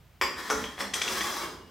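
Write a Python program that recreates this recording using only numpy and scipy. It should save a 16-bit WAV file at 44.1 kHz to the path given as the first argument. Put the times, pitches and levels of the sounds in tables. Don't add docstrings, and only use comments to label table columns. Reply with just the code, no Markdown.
import sys
import numpy as np
from scipy import signal
from scipy.fft import rfft, irfft, next_fast_len
from scipy.io import wavfile
from scipy.ndimage import uniform_filter1d, map_coordinates

SR = 44100
rng = np.random.default_rng(int(sys.argv[2]) if len(sys.argv) > 2 else 0)


def linear_from_db(decibels):
    return 10 ** (np.asarray(decibels, float) / 20)


def log_audio(samples):
    frames = np.atleast_2d(samples).T
    limited = np.clip(frames, -1, 1)
    pcm = np.round(limited * 32767).astype(np.int16)
    wavfile.write(sys.argv[1], SR, pcm)


N = 74970

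# frequency in Hz, level in dB.
AIR_COLOUR = [(15, -63), (25, -32), (45, -14), (74, -10.5), (108, -12.5), (166, -9), (223, -23.5),
              (700, -27), (2910, -33.5), (9820, -46), (16000, -40)]
# frequency in Hz, rms level in dB.
MOTOR_LINES = [(57, -65), (86, -63.5)]
# frequency in Hz, level in dB.
TREMBLE_COLOUR = [(15, -52), (25, -26), (40, -15), (70, -5), (114, -22), (200, -7.5), (260, -3),
                  (440, -120)]
# time in seconds, trembling level in dB.
GRIP = [(.2, -77), (.24, -49.5), (.45, -60.5), (.56, -44.5), (.68, -43.5), (.76, -65.5), (1.1, -51),
        (1.7, -59.5)]
# frequency in Hz, time to fall 60 dB in seconds.
ROOM_DECAY = [(100, 0.96), (400, 0.71), (1500, 0.45), (5000, 0.55), (12000, 0.41)]
# start in seconds, frequency in Hz, level in dB,
# time to fall 60 dB in seconds.
LEG_TONES = [(.215, 363, -34.5, 0.42), (.215, 550, -36, 0.35), (.505, 435.9, -27.5, 0.49),
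             (.52, 292, -37.5, 0.71), (.55, 190, -39.5, 0.53), (.505, 580, -40.5, 0.79),
             (.8, 203.6, -41, 0.84), (.8, 268.4, -42.5, 0.71), (.8, 560, -34.5, 0.23),
             (1.09, 382.6, -40.5, 0.77), (1.2, 332, -35.5, 0.23), (1.2, 211, -36.5, 0.22),
             (1.43, 334, -37.5, 0.44), (1.102, 970, -30.5, 0.092), (1.36, 3950, -43, 0.18),
             (1.412, 3960, -40, 0.1), (1.6, 2884, -61.5, 1.8), (.642, 3230, -40.5, 0.33),
             (.232, 4870, -32, 0.42), (1.08, 540, -37.5, 0.35)]

# time in seconds, rubbing level in dB, brightness in dB.
STROKE = [(0.299, -42, -36), (0.381, -37.5, 3), (.46, -35.5, 3), (.62, -39, 4.5), (.75, -53.5, 4),
          (0.802, -40, 12), (.86, -61, -3), (0.923, -60, -24), (0.959, -35, 4.5), (1.06, -34.5, 0),
          (1.107, -33, 5.5), (1.19, -38, 9), (1.27, -32, 3.5), (1.36, -35, 4), (1.45, -33, -2),
          (1.559, -48.5, -9), (1.629, -58, -2.5)]
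# start in seconds, end in seconds.
CLIMB = [
    (.78, 0.816),
    (1.05, 1.143),
    (1.38, 1.425),
]
# frequency in Hz, level in dB.
RUB_COLOUR = [(60, -72), (110, -17.5), (370, 0), (680, -7), (1100, -0.5), (2200, -9), (2850, -16),
              (4400, -13.5), (6000, -14.5), (16000, -24)]
# frequency in Hz, width in Hz, level in dB.
TIP_RING = [(1010, 110, 3), (1430, 33, -5), (1810, 175, 4), (3295, 88, 0.5), (3880, 160, -9),
            (5070, 60, -3.5), (5800, 100, -11), (7300, 35, -17), (7550, 71, -15)]
LOW_RING = [(1946, 27, 1.5), (2280, 37, -18), (3370, 84, -9), (3920, 44, -5), (4870, 97, -3.5),
            (5320, 38, -2), (5700, 29, -11), (5870, 35, -4), (6700, 45, -6), (7270, 80, -23)]
HIGH_RING = [(836, 18, 2.5), (1113, 120, 4), (1230, 41, -9), (1710, 150, -4.5), (3173, 33, -5),
             (3410, 41, -3), (3983, 35, -6), (5050, 160, -8), (5630, 50, -8), (6130, 120, -11),
             (7100, 40, -16), (7600, 50, -13), (2210, 61, -20)]
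TOP_RING = [(326, 260, -8.5), (1070, 160, -4), (1740, 105, -6.5), (2240, 49, -4.5), (2800, 140, -10),
            (3200, 37, -1.5), (3480, 35, -2), (3970, 130, -10), (4950, 120, -5.5), (5560, 110, -9),
            (6210, 36, -7), (7440, 43, -23)]

# start in seconds, peak in dB, contact in seconds.
NUDGES = [
    (1.262, -29, 0.0068),
    (1.366, -27, 0.0063),
    (1.437, -30, 0.0043),
]
# start in seconds, peak in dB, contact in seconds,
# sizzle in dB.
SHOVES = [
    (0.779, -27.5, 0.0029, -20),
    (0.789, -27.5, 0.003, -10),
    (0.801, -25.5, 0.0011, 3),
    (0.806, -21.5, 0.0037, 7),
    (0.811, -24, 0.0026, 9.5),
]
# start in seconds, peak in dB, contact in seconds.
SEATS = [
    (.2125, -13, 0.0045),
    (.219, -18, 0.0098),
    (0.4999, -15.5, 0.0046),
    (.507, -16, 0.0034),
    (.515, -19, 0.0034),
]
# start in seconds, peak in dB, contact in seconds, tone in Hz, sizzle in dB.
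CATCHES = [(.639, -23, 0.0069, 3230, -24), (.936, -22.5, 0.0032, 1900, 9.5),
           (0.939, -16.5, 0.0022, 3260, 13), (1.014, -22, 0.0063, 2330, -22),
           (1.017, -16.5, 0.006, 3390, 0.5), (1.078, -18.5, 0.0033, 2730, -8),
           (1.085, -26.5, 0.0077, 3480, 0), (1.179, -23.5, 0.0031, 1560, -22),
           (1.207, -17.5, 0.0052, 1900, -14), (1.21, -26.5, 0.0044, 3500, -5)]
# frequency in Hz, level in dB.
END_COLOUR = [(88, -41), (250, -15.5), (400, -4), (700, -20), (1080, -9), (2300, -17), (3400, -12),
              (3900, -26), (5000, -17), (8800, -40), (16000, -30)]
LEG_COLOUR = [(88, -44), (200, -11.5), (430, -5.5), (700, -10), (1300, -5.5), (2600, -18), (4580, -22),
              (5800, -17), (16000, -33.5)]
SHOVE_COLOUR = [(88, -41), (150, -16), (197, -1), (730, -0.5), (1830, -11), (3480, -9.5), (3770, -27),
                (5250, -17), (16000, -28.5)]
CATCH_COLOUR = [(88, -53.5), (150, -19.5), (2310, -1), (2810, -4.5), (3350, -6), (3690, -6.5), (12400, -23),
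                (15100, -54), (16000, -76)]
# frequency in Hz, width in Hz, level in dB.
END_RING = [(998, 135, 2.5), (1900, 75, 3.5), (2260, 65, 3.5), (3340, 59, -10), (3400, 22, -7),
            (4857, 25, 0.5), (5230, 230, -9.5), (5560, 25, -6), (5930, 51, -19), (7590, 200, -13),
            (9660, 170, -21), (12200, 500, -22)]
LEG_RING = [(840, 29, -1.5), (1145, 44, 0), (1290, 23, -2), (1415, 41, 3), (1930, 19, -2), (2220, 33, -4.5),
            (5400, 26, -6), (6190, 40, -7), (5730, 220, -9.5), (7460, 18, -9)]
SHOVE_RING = [(1150, 140, 3.5), (1860, 150, 5.5), (3370, 29, 5), (4240, 39, 1), (5440, 100, -1.5),
              (7600, 33, -7), (8740, 96, -12)]
CATCH_RING = [(2330, 17, 3.5), (3290, 42, 5), (5180, 19, 3.5), (6070, 87, 1), (7060, 310, -10.5),
              (7940, 170, -10), (8700, 40, -6.5)]

# frequency in Hz, side over mid in dB.
WIDTH = [(60, -18), (300, -15.5), (1000, -9.5), (5000, -8.5), (9000, -6), (10800, -0.5), (11500, -20)]
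# frequency in Hz, left over right in dB.
LEAN = [(60, -3), (300, -2), (700, -2.5), (1500, 0.5), (10000, -0.5), (12000, 0)]

SEAT_RING_DB, SHOVE_RING_DB, CATCH_RING_DB, RUB_RING_DB = -1.5, 2.0, 1.5, 2
SEAT_WET_DB, SHOVE_WET_DB, CATCH_WET_DB, RUB_WET_DB = 0, 1.5, -3.5, 2
ROOM_GAP_S = .004
RISE_S, SIZZLE_RISE_S, SIZZLE_HZ = 0.00069, .004, 4500
DAMPED = 2.2
TONE_DB, TONE_Q = 15, 22


def unit(x):
    return x / np.sqrt(np.mean(x ** 2) + 1e-20)


def along(points, hz):
    f, v = np.transpose(points)
    return np.interp(np.log(hz + 1), np.log(f + 1), v)


def filtered(x, response):
    m = 2 * next_fast_len(x.shape[-1] // 2 + SR // 4)
    spectrum = rfft(x, m) * response(np.fft.rfftfreq(m, 1 / SR))
    return irfft(spectrum, m)[..., :x.shape[-1]]


def causal(db):
    cepstrum = irfft(np.log(np.maximum(linear_from_db(db), 1e-6)))
    cepstrum[1:len(db) - 1] *= 2
    cepstrum[len(db):] = 0
    return np.exp(rfft(cepstrum))


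def steel(force, colour, modes, ring_db):
    def response(f):
        peaks = 0
        for hz, width, db in modes:
            power = linear_from_db(2 * (ring_db + db - along(colour, hz)))
            peaks = peaks + power * (f * width) ** 2 / ((hz * hz - f * f) ** 2 + (f * width) ** 2)
        gain_db = along(colour, f) + 10 * np.log10(1 + peaks)
        return causal(gain_db) / np.sqrt(np.mean(linear_from_db(2 * gain_db)))
    return filtered(force, response)


def garage(x):
    hz, t, z = signal.stft(rng.standard_normal((2, SR * 3 // 5)), SR, nperseg=256)
    decay = linear_from_db(-60 * t / along(ROOM_DECAY, hz)[:, None])
    tail = signal.istft(z * decay, SR, nperseg=256)[1]
    tail = tail / np.linalg.norm(tail[0])
    tail = np.pad(tail, ((0, 0), (int(ROOM_GAP_S * SR), 0)))
    return signal.fftconvolve(x[None], tail, axes=1)[:, :len(x)]


def garage_air():
    air = filtered(rng.standard_normal((2, N)), lambda f: linear_from_db(along(AIR_COLOUR, f)))
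    return linear_from_db(-58) * unit(air)


def motor():
    t = np.arange(N) / SR
    return sum(linear_from_db(db + 3.5) * np.sin(2 * np.pi * hz * t) for hz, db in MOTOR_LINES)


def trembling():
    s, db = np.transpose(GRIP)
    level = linear_from_db(np.interp(np.arange(N) / SR, s, db, left=-120))
    shake = filtered(rng.standard_normal((2, N)), lambda f: linear_from_db(along(TREMBLE_COLOUR, f)))
    return level * unit(shake)


def legs():
    out = np.zeros((2, N))
    for s, hz, db, t60 in LEG_TONES:
        t = np.maximum(np.arange(N) / SR - s, 0)
        wander = [map_coordinates(k, [t * 25]) for k in rng.standard_normal((2, 60))]
        drift = 0.79 * np.array(wander)
        swell = 1 - np.exp(-t / 0.0067)
        out += linear_from_db(db - 60 * t / t60) * swell * np.sin(2 * np.pi * hz * t + drift)
    return out


def scrape():
    s, db, bright_db = np.transpose(STROKE)
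    t = np.arange(N) / SR
    clumps = linear_from_db(2.2 * map_coordinates(rng.standard_normal(100), [t * 45]))
    grains = rng.random(N) < 4000 / SR
    grain_db = np.minimum(4.3 * rng.exponential(size=N), 11)
    grit = grains * linear_from_db(grain_db) * rng.choice([-1, 1], N)
    hiss = 0.88 * rng.standard_normal(N)
    force = clumps * (unit(grit) + hiss)

    on, up, top = (np.interp(t, span, [0, 1]) for span in CLIMB)
    places = [(1 - on, TIP_RING), (on * (1 - up), LOW_RING), (up * (1 - top), HIGH_RING), (top, TOP_RING)]
    x = unit(sum(steel(np.sqrt(share) * force, RUB_COLOUR, ring, RUB_RING_DB) for share, ring in places))

    high = filtered(x, lambda f: 1 / (1 + (2000 / (f + 1)) ** 4))
    x = x - high + high * linear_from_db(np.interp(t, s, bright_db))
    x = x * linear_from_db(np.interp(t, s, db, left=-120) - 5.0)

    fades = [np.clip(1 - abs(t / .3 - k), 0, 1) for k in range(7)]
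    room = sum(garage(x * fade) for fade in fades)
    return x * [[1], [.5]] + linear_from_db(RUB_WET_DB) * room


def blow(s, db, contact_s, colour, modes, ring_db, wet_db, tone_hz=None, sizzle_db=0):
    t = np.arange(SR * 3 // 5) / SR
    rise_s = np.array([[RISE_S], [SIZZLE_RISE_S]])
    envelope = (1 - np.exp(-t / rise_s)) * np.exp(-t / (contact_s + rise_s))
    body_and_sizzle = rng.standard_normal(len(t)) * envelope

    def upper(f):
        return 1j * f / SIZZLE_HZ / (1 + 1j * f / SIZZLE_HZ)

    force = filtered(body_and_sizzle, lambda f: np.array([1 - upper(f), upper(f) ** 2])).sum(axis=0)

    lumps = abs(rfft(force, 4096)) ** 2
    lumps_db = 10 * np.log10(uniform_filter1d(lumps, size=9) / lumps.mean())
    lumps_hz = np.linspace(0, SR / 2, len(lumps))

    def evened(f):
        return causal(sizzle_db * abs(upper(f)) ** 4 - np.interp(f, lumps_hz, lumps_db))

    force = filtered(force, evened)
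    modes = [(hz, DAMPED * width, level) for hz, width, level in modes]
    if tone_hz:
        modes += [(tone_hz, tone_hz / TONE_Q, TONE_DB + along(colour, tone_hz) - ring_db)]
    x = linear_from_db(db) * steel(force, colour, modes, ring_db)
    out, at = np.zeros((2, N + len(t))), round(s * SR)
    out[:, at:at + len(t)] = x * [[1], [.3]] + linear_from_db(wet_db) * garage(x)
    return out[:, :N]


def nudges():
    return sum(blow(*row, RUB_COLOUR, HIGH_RING[:3], RUB_RING_DB, CATCH_WET_DB, sizzle_db=6) for row in NUDGES)


def shoves():
    return sum(blow(*row, SHOVE_COLOUR, SHOVE_RING, SHOVE_RING_DB, SHOVE_WET_DB, sizzle_db=sizzle_db)
               for *row, sizzle_db in SHOVES)


def catches():
    return sum(blow(*row, CATCH_COLOUR, CATCH_RING, CATCH_RING_DB, CATCH_WET_DB, tone_hz, sizzle_db)
               for *row, tone_hz, sizzle_db in CATCHES)


def seats():
    end = sum(blow(*row, END_COLOUR, END_RING, SEAT_RING_DB, SEAT_WET_DB) for row in SEATS[:2])
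    leg = sum(blow(*row, LEG_COLOUR, LEG_RING, SEAT_RING_DB, SEAT_WET_DB) for row in SEATS[2:])
    return end + leg


def scene():
    knocks = seats() + shoves() + catches() + nudges()
    mid, side = knocks + legs() + scrape() + garage_air() + trembling() + motor()
    side = filtered(side, lambda f: causal(along(WIDTH, f)))

    def lean(f):
        half_db = along(LEAN, f) / 2
        return np.array([causal(half_db), causal(-half_db)])

    return filtered(np.array([mid + side, mid - side]), lean)


def roll_off(x):
    return signal.sosfilt(signal.butter(12, 15880, fs=SR, output="sos"), x)


def record(dry):
    mix = filtered(dry, lambda f: f < 15880)
    return roll_off(mix)


dry = scene()
out = record(dry)
log_audio(out)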